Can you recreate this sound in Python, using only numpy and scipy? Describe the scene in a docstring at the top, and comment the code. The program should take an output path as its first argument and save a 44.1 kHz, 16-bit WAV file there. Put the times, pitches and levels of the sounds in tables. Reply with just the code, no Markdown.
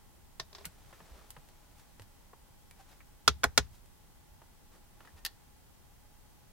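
"""A desk in a small room, close to a computer's two microphones. A bent playing card springs off a
fingertip, then another clicks and squeaks as it is shifted in the hand. A sleeve rustles faintly
as an arm reaches to the desk. Just past three seconds, three hard snaps set the desk ringing and
wake the room's bass. Near five seconds a card clicks twice. A fan and microphone hiss run throughout."""
import sys
import numpy as np
from scipy.fft import rfft, irfft, next_fast_len
from scipy.io import wavfile
from scipy.ndimage import uniform_filter1d

SR = 44100
rng = np.random.default_rng(int(sys.argv[2]) if len(sys.argv) > 2 else 0)


def persist_wave(psi):
    """Save psi, clipped to +-1, as 16-bit WAV."""
    counts = np.round(np.clip(psi, -1, 1) * 32767).astype(np.int16)
    wavfile.write(sys.argv[1], SR, np.atleast_2d(counts).T)


N = 287532
AGE = np.arange(SR // 2) / SR  # time since a contact, s
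SIDE = np.array([[1], [-1]])  # opposite signs for the left and right microphones


def amp(db):
    """Decibels to gain."""
    return 10 ** (np.asarray(db) / 20)


def unit(x):
    """Scale to rms 1."""
    return x / np.sqrt(np.mean(x ** 2) + 1e-20)


def along(points, hz):
    """Read a curve of (freq_hz, value) points on a log frequency axis."""
    freqs, values = np.transpose(points)
    return np.interp(np.log(hz + 1), np.log(freqs + 1), values)


def tilt(db_per_octave, hz):
    """Brightness as a slope in dB, pivoting at 2 kHz and flat in the bass."""
    return db_per_octave * np.log2(np.maximum(hz, 450) / 2000)


def filtered(x, response):
    """Filter x by a response given as a function of frequency."""
    size = x.shape[-1]
    padded = next_fast_len(size + SR // 4)
    hz = np.fft.rfftfreq(padded, 1 / SR)
    return irfft(rfft(x, padded) * response(hz), padded)[..., :size]


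def causal(db):
    """The minimum-phase response with these gains: nothing sounds before the blow."""
    cepstrum = irfft(np.log(amp(db)))
    half = len(cepstrum) // 2
    return np.exp(rfft(np.r_[cepstrum[0], 2 * cepstrum[1:half], np.zeros(half)]))


def whitened(x):
    """Level the broad spectrum of a click, keeping its fine comb of reflections."""
    power = uniform_filter1d(np.mean(np.abs(rfft(x)) ** 2, axis=0), size=200)
    bins_hz = np.fft.rfftfreq(x.shape[-1], 1 / SR)
    return filtered(x, lambda hz: causal(-10 * np.log10(np.interp(hz, bins_hz, np.abs(power)))))


def noise(colour):
    """Coloured noise of rms 1."""
    return unit(filtered(rng.standard_normal(N), lambda hz: amp(along(colour, hz))))


def fade(t60):
    """Exponential decay by 60 dB in t60 seconds."""
    return np.exp(-np.log(1000) * AGE / t60)


def add(track, start_s, sound):
    """Mix a half-second sound into the track."""
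    start = round(start_s * SR)
    track[:, start:start + len(AGE)] += sound[:, :N - start]


def ring(modes, spread_rad):
    """Damped modes set off by one blow; each reaches the two microphones at different phases."""
    out = 0
    for hz, db, t60, delay in modes:
        phase = .5 * rng.standard_normal() + spread_rad * rng.choice([-1, 1]) * SIDE
        age = np.maximum(AGE - delay, 0)
        swell = 1 - np.exp(-2 * np.pi * hz * age)  # builds within a quarter cycle
        decay = np.exp(-np.log(1000) * age / t60)
        out = out + amp(db) * swell * decay * np.sin(2 * np.pi * hz * age + phase)
    return out


def burst(rise_s, lag_s, direct_t60, near_db, near_t60, room_db, room_t60):
    """A white click of energy 1: sharp contacts, scatter from things nearby, the room's duller tail."""
    grains = rng.standard_normal(len(AGE))
    direct = unit(grains * np.abs(grains)) * fade(direct_t60) / np.sqrt(direct_t60)
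    swell = 1 - np.exp(-AGE / rise_s)  # softer contacts build more slowly
    direct = filtered(direct * swell, lambda hz: np.exp(-1j * np.pi * hz * lag_s * SIDE))
    direct = unit(whitened(direct)) * direct.std()
    # reflections are alike at both microphones in the bass and unrelated in the treble
    mid, side = rng.standard_normal((2, len(AGE)))
    angle = lambda hz: np.pi / 4 * hz / (hz + 600)
    mid = filtered(mid, lambda hz: np.cos(angle(hz)))
    side = filtered(side, lambda hz: np.sin(angle(hz)))
    diffuse = mid + SIDE * side
    near = filtered(diffuse, lambda hz: 1 / (1 + (hz / 17000) ** 2)) * fade(near_t60) / np.sqrt(near_t60)
    tail = filtered(diffuse, lambda hz: 1 / (1 + (hz / 7000) ** 4)) * fade(room_t60) / np.sqrt(room_t60)
    click = direct + swell * (amp(near_db) * near + amp(room_db) * tail)
    return unit(whitened(click)) / np.sqrt(len(AGE))


def desk_snaps():
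    """Each snap is a crack, a short ring of the struck edge, and the desk's knock over a slow boom."""
    # blows, two of them making up the middle snap: start_s, knock_db, crack_db, fizz_db, edge_db,
    # boom_db, contact_t60_s, scatter_db, left_over_right_db, edge_hz
    blows = [(3.2775, 0.7, 0.8, 0.3, 0, 1.2, 0.0195, -2, 1.4, 1350),
             (3.4342, -9, -16.4, -19, -9.2, -16.5, 0.018, -6.5, 1, 1503),
             (3.4400, 1.5, -9.8, -2, -11, -1.6, 0.016, -5, -0.8, 1485),
             (3.5767, 2.4, 0.3, 4, -6, 0.3, 0.016, -3.5, 3, 1470)]
    # the desk's modes, the lowest arriving last: pitch_hz, level_db, t60_s, delay_s
    desk_modes = [(68, -28, .17, .021), (111.9, -37.5, 0.21, 0.00046), (160, -40, .13, .01),
                  (271, -31.5, 0.051, .007), (415, -29, .07, .004), (504, -34.5, .07, .003),
                  (700, -29, 0.049, 0.0006), (825, -32.5, 0.055, 0.0012), (1087, -26, .045, 0),
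                  (1447, -22, .045, 0.0001), (1730.6, -31.5, .05, 0), (1958, -32.5, 0.046, 0),
                  (2270, -29, .035, 0.0002), (3330, -19.5, 0.04, 0), (3820, -28.5, 0.021, 0.00067),
                  (4130, -23, .035, 0.0037), (4915, -22, .033, 0)]
    # the struck edge's modes: pitch_ratio, level_db, t60_s, delay_s
    edge_modes = [(.915, -16.5, 0.04, 0.0019), (1, -13, .045, 0.00056)]
    # colours of the crack and of the room's bass tail: freq_hz, gain_db
    crack_colour = [(100, -5), (260, 4), (330, -8), (420, 9), (900, 11), (1700, 13), (2600, 11.5),
                    (3100, 10), (3500, 16.5), (4100, 12.5), (4550, 12), (4950, 16), (6400, 12), (8000, 4.5),
                    (11000, -2.5), (16000, -10)]
    boom_colour = [(20, -12.5), (45, 1.5), (85, -1.5), (130, -8), (220, -18.5), (400, -39), (1000, -69.5)]
    out = np.zeros((2, N))
    for start, knock_db, crack_db, fizz_db, edge_db, boom_db, hit_t60, near_db, pan_db, edge_hz in blows:
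        click = burst(rise_s=.00025, lag_s=.00007, direct_t60=hit_t60,
                      near_db=near_db, near_t60=.053, room_db=-25, room_t60=.22)
        hardness = [(1900, knock_db), (3300, crack_db), (5000, crack_db), (9000, fizz_db)]
        crack = filtered(click, lambda hz: causal(along(crack_colour, hz) + along(hardness, hz)))
        balance = [(6000, pan_db), (10000, -2)]  # the right microphone hears more of the highest treble
        add(out, start, filtered(crack, lambda hz: amp(along(balance, hz) / 2 * SIDE)))
        drive = [(120, boom_db), (270, knock_db), *hardness]
        desk = [(hz, db + along(drive, hz), t60, delay) for hz, db, t60, delay in desk_modes]
        edge = [(ratio * edge_hz, db + edge_db, t60, delay) for ratio, db, t60, delay in edge_modes]
        add(out, start, ring(desk, spread_rad=.49) + ring(edge, spread_rad=.3))
        bass = np.array([noise(boom_colour), noise(boom_colour)])[:, :len(AGE)]
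        swell = 1 - np.exp(-AGE / .016)
        add(out, start, amp(boom_db - 49) * bass * swell * fade(t60=.94))
    return out


def card_touch(start_s, db, brightness, colour, ring_hz, ring_db, rise_s, t60, half_width_hz):
    """One touch on a card: a click coloured by the kind of touch, the card and one brief resonance."""
    # the hand's position, as arrival delay between the microphones: time_s, left_lag_s
    hand_path = [(.55, -.00007), (.65, .00005), (5.2, 0)]
    # colours of the card flicked first and of the card held afterwards: freq_hz, gain_db
    flicked_card = [(310, -10), (410, 10), (510, -13), (620, 8), (750, -5.5), (1050, 3.5), (1400, -5.5),
                    (2050, -3), (2500, -5), (3100, -8.5), (3550, 2), (4500, -3), (5300, 3), (7000, 0),
                    (9500, -3.5)]
    held_card = [(450, -1), (1100, 0), (1550, -1), (1850, 4), (2300, -4.5), (2800, 2), (3200, -1),
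                 (3600, -3), (4200, -0.5), (5400, -3), (6100, -4.5), (7500, -2.5), (9500, 1), (13000, 6.5),
                 (16000, -2)]
    card = flicked_card if start_s < .62 else held_card
    lag_s = np.interp(start_s, *np.transpose(hand_path))
    click = burst(rise_s, lag_s, direct_t60=t60, near_db=-4, near_t60=.058, room_db=-20.5, room_t60=.25)

    def response(hz):
        peak_db = 10 * np.log10(1 + amp(ring_db) ** 2 / (1 + ((hz - ring_hz) / half_width_hz) ** 2))
        return causal(along(colour, hz) + tilt(brightness, hz) + along(card, hz) + peak_db)
    return amp(db) * filtered(click, response)


def card_flicks():
    """A bent card springs free; the harder the flick, the more its resonance stands out."""
    # releases: start_s, level_db, brightness_db_per_octave, rise_s
    flicks = [(0.3973, -3, 0.5, 0.0011), (.529, -21.5, -0.5, .0003), (.549, -14, 0, 0.0017),
              (.583, -19.5, -3, 0.0018), (.607, -23.5, -5, .007), (5.2497, -5.5, 5.5, 0.00068),
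              (5.262, -7, 4.5, 0.00035)]
    # colour of a release: freq_hz, gain_db
    colour = [(120, -8), (450, -0.5), (1100, 0.5), (2300, -1.5), (4600, 3), (8500, -15), (16000, -25)]
    out = np.zeros((2, N))
    for start, db, brightness, rise_s in flicks:
        add(out, start, card_touch(start, db, brightness, colour, ring_hz=1823, ring_db=12 + .5 * db,
                                   rise_s=rise_s, t60=.016, half_width_hz=36))
    return out


def edge_clicks():
    """A card's edge catches and slips with a short, sharp click."""
    # slips: start_s, level_db, brightness_db_per_octave, ring_hz, ring_db
    slips = [(.6535, -13, 1.75, 1445, 10), (1.305, -25, 3.5, 3100, 0), (1.4877, -29.5, -1.5, 3500, 0),
             (1.997, -21, -3.5, 1880, 0), (2.02, -26.5, -.5, 2280, 4), (2.711, -27, 0, 2320, 16),
             (3.859, -36, -1.5, 8000, 14)]
    # colour of a slip: freq_hz, gain_db
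    colour = [(120, -6), (450, 2.5), (1100, -1.5), (2300, 0.5), (8500, 0.5), (16000, -8.5)]
    out = np.zeros((2, N))
    for start, db, brightness, ring_hz, ring_db in slips:
        add(out, start, card_touch(start, db, brightness, colour, ring_hz, ring_db,
                                   rise_s=.0002, t60=.006, half_width_hz=40))
    return out


def finger_taps():
    """A fingertip lands on a card and damps it, so the resonance is broad."""
    # landings: start_s, level_db, brightness_db_per_octave, ring_hz, ring_db
    taps = [(.646, -16.5, 4, 2260, 18), (.927, -17, .5, 1250, 1), (1.002, -18, -0.5, 880, 2),
            (1.365, -14.5, 0.5, 820, 1), (2.3322, -24, -4, 1040, 7.5), (3.0042, -26, 1, 2287, 20),
            (4.417, -24.5, -1, 920, 8), (5.0043, -18, 1.5, 1400, 4), (5.049, -21, 2, 1300, 5),
            (5.073, -22, 2, 1830, 13)]
    # colour of a landing: freq_hz, gain_db
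    colour = [(120, -10), (450, 1.5), (1100, 1.5), (2300, -6), (4600, -16), (16000, -36)]
    out = np.zeros((2, N))
    for start, db, brightness, ring_hz, ring_db in taps:
        add(out, start, card_touch(start, db, brightness, colour, ring_hz, ring_db,
                                   rise_s=.0015, t60=.022, half_width_hz=99))
    return out


def skin_squeaks():
    """Skin squeaks on card: a tone and its octave swell briefly and die away."""
    # squeaks: start_s, level_db, pitch_hz, t60_s, octave_db
    squeaks = [(2.708, -53, 2310, 0.094, -12), (2.793, -43.5, 777, 0.093, -9), (5.172, -56, 1830, .14, -14)]
    out = np.zeros((2, N))
    for start, db, hz, t60, octave_db in squeaks:
        swell = 1 - np.exp(-AGE / (.13 * t60))
        partials = [(hz, db, t60, 0), (2 * hz, db + octave_db, t60, 0)]
        add(out, start, swell * ring(partials, spread_rad=.22))
    return out


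def sleeve_rustle():
    """The sleeve rubs in uneven little catches, in one long movement and in short brushes."""
    # the arm being lowered: time_s, level_db
    reach = [(.42, -80), (.58, -60.5), (.75, -68.5), (.95, -61), (1.2, -65), (1.4, -68), (1.8, -70.5),
             (2.3, -76)]
    # brushes of sleeve and hand: middle_s, level_db, length_s, brightness_db_per_octave
    brushes = [(1.175, -67, 0.13, -3.5), (1.796, -66, 0.037, 2), (2.808, -61.5, 0.053, 0),
               (2.92, -61, 0.065, 0), (3.757, -64.5, 0.039, 2.5), (4.746, -61.5, 0.043, -1.5),
               (5.06, -66.5, 0.13, -2), (5.184, -60, .025, 0)]
    # colour of rubbing cloth: freq_hz, gain_db
    cloth = [(100, -11), (450, -0.5), (900, -0.5), (1500, -3), (2500, -6.5), (6000, -9.5), (16000, -19.5)]
    t = np.arange(N) / SR
    catches = unit(uniform_filter1d(rng.standard_normal(N), size=300))
    friction = noise(cloth) + .63 * np.array([noise(cloth), noise(cloth)])
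    rub = amp(1.6 * catches - 3.5) * friction
    out = rub * amp(np.interp(t, *np.transpose(reach), left=-np.inf, right=-np.inf))
    for middle, db, length, brightness in brushes:
        swell = np.exp(-2 * ((t - middle) / length) ** 2)
        out += amp(db) * filtered(rub * swell, lambda hz: amp(tilt(brightness, hz)))
    return out


def body_bumps():
    """The moving body bumps softly: each bump is one low mode that dies away in 16 cycles."""
    # bumps: start_s, level_db, pitch_hz
    bumps = [(.402, -48.5, 138), (0.663, -43.5, 170), (.664, -51, 81), (1.015, -51, 176), (1.111, -45, 61),
             (1.373, -49.5, 144), (2.003, -46.5, 98), (4.307, -50, 54.7), (5.137, -47, 77)]
    out = np.zeros((2, N))
    for start, db, hz in bumps:
        add(out, start, ring([(hz, db, 16 / hz, 0)], spread_rad=.26))
    return out


def room_tone():
    """Room rumble and microphone hiss, part in phase at the two microphones and part opposed."""
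    # colours of the in-phase and opposed parts: freq_hz, gain_db
    mid_colour = [(12, -29), (20, 2), (38, -4), (80, -6.5), (116, -11), (266, -19), (491, -24.5),
                  (746, -24.5), (834, -19.5), (1160, -33), (1410, -28), (2270, -32.5), (3170, -32),
                  (3750, -33.5), (15500, -34.5)]
    side_colour = [(12, -29), (20, 2.5), (238, -12.5), (266, -13.5), (597, -21), (811, -21.5),
                   (1720, -28.5), (1870, -25), (2090, -28), (15500, -30)]
    return amp(-60.5) * noise(mid_colour) + amp(-62) * noise(side_colour) * SIDE


def fan():
    """A small fan's rush, coloured by its housing, with thin steady whines."""
    # colour of the housing: freq_hz, gain_db
    housing = [(600, -29), (740, -11), (835, 0), (900, -8), (1100, -6), (1500, -16), (2500, -38)]
    # tones of the fan and electronics: pitch_hz, level_db
    tones = [(839.8, -86.5), (1992, -88.5), (3208, -90), (5992, -97), (8000, -91.5)]
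    t = np.arange(N) / SR
    whine = sum(np.sqrt(2) * amp(db) * np.sin(2 * np.pi * hz * t) for hz, db in tones)
    return amp(-76) * noise(housing) + amp(1) * whine


def scene():
    """All sources at the two microphones."""
    return (desk_snaps() + card_flicks() + edge_clicks() + finger_taps() + skin_squeaks()
            + sleeve_rustle() + body_bumps() + room_tone() + fan())


def record(dry):
    """The recorder cuts off steeply at 16 kHz."""
    return filtered(dry, lambda hz: 1 / (1 + (hz / 16000) ** 200))


dry = scene()
out = record(dry)
persist_wave(out)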